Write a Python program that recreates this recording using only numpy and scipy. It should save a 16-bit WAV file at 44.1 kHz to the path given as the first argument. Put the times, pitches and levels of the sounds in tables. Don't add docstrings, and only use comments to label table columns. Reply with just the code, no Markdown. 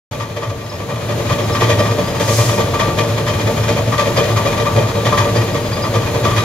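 import sys
import numpy as np
from scipy import signal
from scipy.fft import rfft, irfft
from scipy.io import wavfile

SR = 44100
rng = np.random.default_rng(int(sys.argv[2]) if len(sys.argv) > 2 else 0)


def materialize(psi):
    bounded = np.clip(np.atleast_2d(psi).T, -1, 1)
    quanta = np.round(bounded * 32767).astype(np.int16)
    wavfile.write(sys.argv[1], SR, quanta)


N = 284004
T = np.arange(N) / SR
HZ = np.fft.rfftfreq(N, 1 / SR)
TURN_HZ = 3.365

# time_s, gain_db
BELT_LOAD = [(0, -1.5), (.25, -8), (.68, -8), (1, -4.5), (1.12, -0.5), (1.35, 0.5), (1.7, 1.5), (2.05, 0.5),
             (2.4, 0), (2.7, .5), (3.2, -0.5), (3.6, 1.9), (3.87, -.5), (4.2, 2), (4.9, 0.1), (5.3, 1.5),
             (5.75, -1.2), (6.44, 1.9)]
# frequency_hz, density_db
BELT_SPECTRUM = [(20, -25), (45, 0.5), (65, -4.5), (88, 8.5), (125, 9.5), (160, 3.5), (270, -1.5),
                 (600, -6), (1400, -14), (4000, -18.5), (5700, -23), (6800, -19), (7900, -30),
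                 (12500, -26.5), (16000, -37)]
# time_s, level_db
GUSH_ENVELOPE = [(2.19, -85), (2.198, -29), (2.26, -28.5), (2.31, -22.5), (2.38, -20), (2.5, -26),
                 (2.6, -32.5), (2.9, -85)]
# frequency_hz, density_db
GUSH_SPECTRUM = [(1000, -14), (3000, -8), (4800, -3.5), (6700, -0.5), (8000, -9), (12500, -9.5),
                 (14000, -17), (16000, -23)]
WHINE_TONES = (3865, 4134)
# time_s, relative_level_db, pitch_hz
RASP_TRACK = [(0, -68, 5060), (.9, -69, 5180), (1.6, -51, 5220), (2.2, -41, 4950), (3.2, -50, 5164),
              (3.7, -45, 5100), (4.8, -55, 4996), (5.75, -39.5, 4845), (6.1, -58, 4907)]
# start_s, length_s, pitch_hz, relative_level_db
BEARING_SQUEAKS = [(0.637, .028, 5140, -41), (.691, 0.024, 5100, -33), (.72, .055, 5120, -40),
                   (1.415, .047, 5120, -36), (1.516, 0.033, 5180, -30), (1.785, .033, 5035, -28),
                   (4.164, 0.023, 4860, -22.5), (5.355, 0.031, 4860, -29), (5.378, 0.068, 5000, -38),
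                   (5.722, 0.029, 4805, -26.5), (5.813, .035, 4920, -26)]
# peak_s, relative_level_db, pitch_hz
SHAFT_HEAVES = [(0.219, -24, 114), (.495, -16, 109.5), (1.1, -18.5, 114), (1.339, -16.5, 123.8),
                (1.503, -16.5, 102.6), (1.654, -10.5, 119.5), (1.726, -10.5, 118.2), (1.921, -13, 107),
                (2.308, -12, 108), (2.401, -5.5, 116), (2.488, -7.5, 113.9), (2.66, -15.5, 101.5),
                (3.139, -13, 109.1), (3.467, -8.5, 110.8), (3.601, -7.5, 114.5), (3.666, -17, 115.8),
                (3.887, -10, 115.9), (4.21, -12.5, 119.7), (4.29, -17.5, 109.6), (4.367, -10.5, 108.5),
                (4.785, -6, 111.6), (4.847, -10.5, 114.6), (5.088, -10.5, 110), (5.205, -8.5, 111.4),
                (5.4, -9.5, 116.4), (5.976, -8.5, 111.1), (6.242, -12.5, 110), (6.386, -8.5, 116.6)]
# frequency_hz, width_hz, height_db
FRAME_MODES = [(225.6, 4.15, 8.5), (356.4, 8.3, 9.5), (411.9, 12, 6.5), (460, 15.8, 12),
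               (580.3, 32.7, 14.5), (647.6, 8.2, 13), (732, 30, 4), (879, 9.3, 16), (928, 26, 11.5),
               (1046, 32, 5), (1167, 24.4, 18.5), (1239, 96, 8), (1884, 14.3, 12.5), (1950, 92, 6),
               (2433, 67, 15), (3134, 113, 11), (3406, 95, 10.5), (4800, 120, 2)]
# frequency_hz, gain_db
FRAME_SLOPE = [(60, -25.5), (150, 2.5), (250, -4), (500, -1), (700, -4), (790, -9), (1050, -4),
               (1400, -14.5), (1800, -10), (2700, -18), (3900, -16.5), (5700, -20.5), (6800, -18.5),
               (7900, -34.5), (12500, -29), (16000, -48)]
# low_hz, high_hz, idle_db, trim_db, blows_per_s, t60_s, decay_ratio
MODE_BANDS = [(128, 780, -26.5, 0, 1200, 0.062, 1), (894, 1465, -39, -2, 1000, 0.05, 0.89),
              (1450, 13000, -44, 2.1, 1000, 0.058, 0.96)]
# offset_in_turn_s, thud_db, ring_db, clang_db, rise_s, decay_s
WORN_SPOTS = [(.067, -28.5, -23, -29, 0.013, 0.038), (0.12, -20, -24.5, -27.5, 0.022, 0.042),
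              (.197, -16.5, -22.5, -26.5, 0.019, 0.047), (.294, -21.5, -28, -29, .024, .044)]
# time_s, thud_db, ring_db, clang_db
HEAVY_KNOCKS = [(.2, -27, -21.5, -28.5), (.364, -23, -28, -29), (0.422, -25, -21, -29),
                (0.889, -22, -22.5, -31.5), (1.298, -20, -17, -21.5), (1.548, -29, -16, -21.5),
                (1.609, -10.5, -14.5, -17.5), (1.691, -11.5, -17, -19.5), (1.787, -12, -19, -22),
                (1.855, -26, -16.5, -25.5), (2.2, -16.5, -18.5, -22), (2.279, -15.5, -20.5, -22),
                (2.385, -17, -17, -24.5), (2.487, -15, -19.5, -21.5), (2.579, -11.5, -22, -20),
                (2.738, -20, -15.5, -26), (2.796, -17, -14, -18.5), (2.978, -12, -22, -20),
                (3.27, -16.5, -18.5, -21.5), (3.681, -14, -29, -21), (3.924, -26, -13, -25),
                (3.983, -16, -13, -18), (4.167, -11, -16, -18), (4.23, -25, -35, -23),
                (4.363, -18.5, -14.5, -21.5), (4.453, -14.5, -16.5, -20.5), (4.576, -15.5, -20, -22),
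                (4.656, -16.5, -14.5, -26), (4.76, -9, -19, -23), (4.871, -30, -18.5, -27),
                (5.055, -14, -18, -19), (5.12, -15.5, -12, -23.5), (5.174, -17, -10.5, -17.5),
                (5.25, -15, -17.5, -22), (5.353, -13.5, -22, -22), (5.835, -17, -18, -27),
                (5.94, -14.5, -19.5, -23), (6.242, -15, -14.5, -20), (6.303, -29, -18.5, -26),
                (6.363, -20.5, -16.5, -19.5)]
# frequency_hz, shared_power_ratio
COHERENCE = [(25, .93), (60, .985), (130, .985), (290, .87), (640, .76), (1400, .5), (3100, .38),
             (6800, .1), (15000, .05)]
# frequency_hz, left_minus_right_db
BALANCE = [(100, 0.69), (400, 0.22), (1200, 2.4), (2400, 2.1), (4400, 3.2), (8000, 3.2), (12000, 9.5),
           (16000, 11)]


def amp(db):
    return 10 ** (np.asarray(db) / 20)


def unit(x):
    return x / np.sqrt(np.mean(x ** 2) + 1e-20)


def spectrum_at(points, hz):
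    frequency, value = np.transpose(points)
    return np.interp(np.log(hz + 1), np.log(frequency + 1), value)


def curve(rows, column=1):
    rows = np.array(rows)
    return np.interp(T, rows[:, 0], rows[:, column])


def add(mix, start_s, sound):
    part = mix[max(round(start_s * SR), 0):][:len(sound)]
    part += sound[:len(part)]


def wander(hz):
    return unit(irfft(rfft(rng.standard_normal(N)) * np.exp(-(HZ / hz) ** 2), N))


def stereo_pair(spectra, hz):
    shared = np.clip(spectrum_at(COHERENCE, hz), 0, 1)
    return np.sqrt(shared) * spectra[0] + np.sqrt(1 - shared) * spectra[1:]


def noise(colour):
    white = stereo_pair(rfft(rng.standard_normal((3, N))), HZ)
    return unit(irfft(white * amp(spectrum_at(colour, HZ)), N))


def belt(load, level_db=-21, flutter_db=0.65):
    return amp(level_db + flutter_db * wander(21)) * load * noise(BELT_SPECTRUM)


def gush(flutter_db=0.2, pan_db=1):
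    envelope = amp(curve(GUSH_ENVELOPE) - flutter_db * wander(54.6))
    return envelope * noise(GUSH_SPECTRUM) * amp([[-pan_db], [pan_db]])


def drive_whine(load, level_db=-46, drift_hz=1.27, flutter_db=3.5):
    tones = 0
    for hz in WHINE_TONES:
        flutter = amp(flutter_db * wander(6))
        phase = 2 * np.pi * np.cumsum(hz + drift_hz * wander(9)) / SR
        tones += flutter * np.sin(phase)
    return amp(level_db) * load * tones


def bearing_rasp(level_db=1, drift_hz=50, width_hz=110, flutter_db=3):
    phase = 2 * np.pi * np.cumsum(curve(RASP_TRACK, column=2) + drift_hz * wander(14)) / SR
    scrape = wander(width_hz) * np.cos(phase) + wander(width_hz) * np.sin(phase)
    return amp(level_db + curve(RASP_TRACK) + flutter_db * wander(31.5)) * scrape


def bearing_squeaks(level_db=-1, sag_hz_per_s=2000, jitter=0.0083, echo_db=-9, echo_s=0.024):
    out = np.zeros(N)
    waver = 1 + jitter * wander(250)
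    for start_s, length_s, pitch_hz, db in BEARING_SQUEAKS:
        n = round(length_s * SR)
        hz = (pitch_hz - sag_hz_per_s * (T[:n] - length_s / 2)) * waver[round(start_s * SR):][:n]
        chirp = amp(db) * np.sqrt(2 * np.hanning(n)) * np.sin(2 * np.pi * np.cumsum(hz) / SR)
        add(out, start_s, chirp)
        add(out, start_s + echo_s, amp(echo_db) * chirp)
    return amp(level_db) * out


def shaft_throb(load, level_db=-5, idle_db=-20, idle_hz=109, swell_db=2, heave_s=0.0898,
                beat_depth=0.073, wobble=0.02763):
    power = (load * amp(idle_db + swell_db * wander(11))) ** 2
    pull = np.zeros(N)
    heave = np.hanning(round(heave_s * SR)) ** 2
    for peak_s, db, hz in SHAFT_HEAVES:
        heave_power = amp(db) ** 2 * heave
        add(power, peak_s - heave_s / 2, heave_power)
        add(pull, peak_s - heave_s / 2, heave_power * (hz - idle_hz))
    pitch_hz = (idle_hz + pull / power) * (1 + wobble * wander(30))
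    phase = 2 * np.pi * np.cumsum(pitch_hz) / SR
    swing = np.sin(phase) + beat_depth * wander(42) * np.cos(phase)
    return amp(level_db) * np.sqrt(2 * power) * swing


def frame_response():
    peaks = sum((amp(db) ** 2 - 1) / (1 + (2 * (HZ - hz) / width_hz) ** 2) ** 1.4
                for hz, width_hz, db in FRAME_MODES)
    log_gain = np.log(amp(spectrum_at(FRAME_SLOPE, HZ))) + np.log(np.maximum(1 + peaks, .1)) / 2
    cepstrum = irfft(log_gain, N)
    cepstrum[1:N // 2] *= 2
    cepstrum[N // 2 + 1:] = 0
    return np.exp(rfft(cepstrum))


def pathway(t60_s, direct=0.72):
    t = T[:4096]
    arrivals = rng.standard_normal((3, len(t))) * amp(-60 * t / t60_s)
    arrivals /= np.linalg.norm(arrivals, axis=1, keepdims=True)
    arrivals[0, 0] += direct
    spectra = stereo_pair(rfft(arrivals), np.fft.rfftfreq(len(t), 1 / SR))
    flattened = spectra / abs(spectra) ** (2 / 3)
    paths = irfft(flattened) * (1 - t / t[-1])
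    return paths / np.linalg.norm(paths, axis=1, keepdims=True)


def impact_spectrum(force, strikes, blows_per_s, t60_s, spread_db=2.5, shift_db=1.13, places=5):
    sizes = amp(spread_db * np.clip(rng.standard_normal(N), -2, 2)) * rng.choice([-1, 1], N)
    blows = force * unit(sizes * (rng.random(N) < blows_per_s / SR)) + strikes
    place = rng.integers(0, places, N)
    out = 0
    for k in range(places):
        shifts = amp(shift_db * rng.standard_normal(80))
        share = unit(np.interp(T, np.linspace(0, T[-1], 80), shifts))
        local_blows = blows * share * (place == k)
        out += signal.oaconvolve(local_blows[None], pathway(t60_s), axes=1)[:, :N]
    return rfft(out)


def knocks(near_s=.03):
    rows = []
    for turn in range(int(T[-1] * TURN_HZ) + 1):
        for offset_s, *levels_db, rise_s, decay_s in WORN_SPOTS:
            time_s = turn / TURN_HZ + offset_s
            loaded_db = np.array(levels_db) + np.interp(time_s, *np.transpose(BELT_LOAD))
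            heavy = [knock for knock in HEAVY_KNOCKS if abs(knock[0] - time_s) < near_s]
            knock = heavy[0] if heavy else (time_s, *loaded_db)
            rows.append((*knock, rise_s, decay_s))
    return rows


def bearing_rattle(load, lead_s=0.0029, strike_s=0.0018, abrupt_s=0.033):
    frame, bursts = frame_response(), knocks()
    t, impulse = T[:SR * 2 // 3], T[:8192] == 0
    out = 0
    for band, (low_hz, high_hz, idle_db, trim_db, blows_per_s, t60_s, decay_ratio) in enumerate(MODE_BANDS):
        power = (load * amp(idle_db)) ** 2
        strikes = np.zeros(N)
        for time_s, *levels_db, rise_s, decay_s in bursts:
            strength = amp(levels_db[band])
            swell = np.minimum(t / rise_s, 1)
            fade = np.exp(-np.maximum(t - rise_s, 0) / (decay_ratio * decay_s))
            add(power, time_s - rise_s / 2 - lead_s, (strength * swell * fade) ** 2)
            add(strikes, time_s, [strength * np.sqrt(strike_s * SR * np.exp(-rise_s / abrupt_s))])
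        highpass = signal.butter(5, low_hz, "high", fs=SR, output="sos")
        lowpass = signal.butter(5, high_hz, "low", fs=SR, output="sos")
        modes = frame * rfft(signal.sosfilt(np.vstack([highpass, lowpass]), impulse), N)
        modes /= np.sqrt(np.mean(abs(modes) ** 2))
        out += amp(trim_db) * modes * impact_spectrum(np.sqrt(power), strikes, blows_per_s, t60_s)
    return irfft(out, N)


def scene():
    load = amp(curve(BELT_LOAD))
    return (bearing_rattle(load) + shaft_throb(load) + belt(load)
            + bearing_squeaks() + bearing_rasp() + drive_whine(load) + gush())


def record(dry, lag_s=.000045, onset_s=.111, cutoff_hz=15850):
    tilt_db = spectrum_at(BALANCE, HZ)
    delay = np.exp(-2j * np.pi * HZ * lag_s)
    sides = np.array([amp(tilt_db / 2), amp(-tilt_db / 2) * delay])
    sides /= np.sqrt(np.mean(abs(sides) ** 2, axis=0))
    onset = np.clip((T - onset_s) / .002, 0, 1)  # silence, then a 2 ms rise
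    heard = irfft(rfft(dry) * sides, N) * onset
    saturated = heard / (1 + heard ** 8) ** (1 / 8)
    lowpass = signal.firwin(511, cutoff_hz, window=("kaiser", 9), fs=SR)
    return signal.oaconvolve(saturated, lowpass[None], "same")


dry = scene()
out = record(dry)
materialize(out)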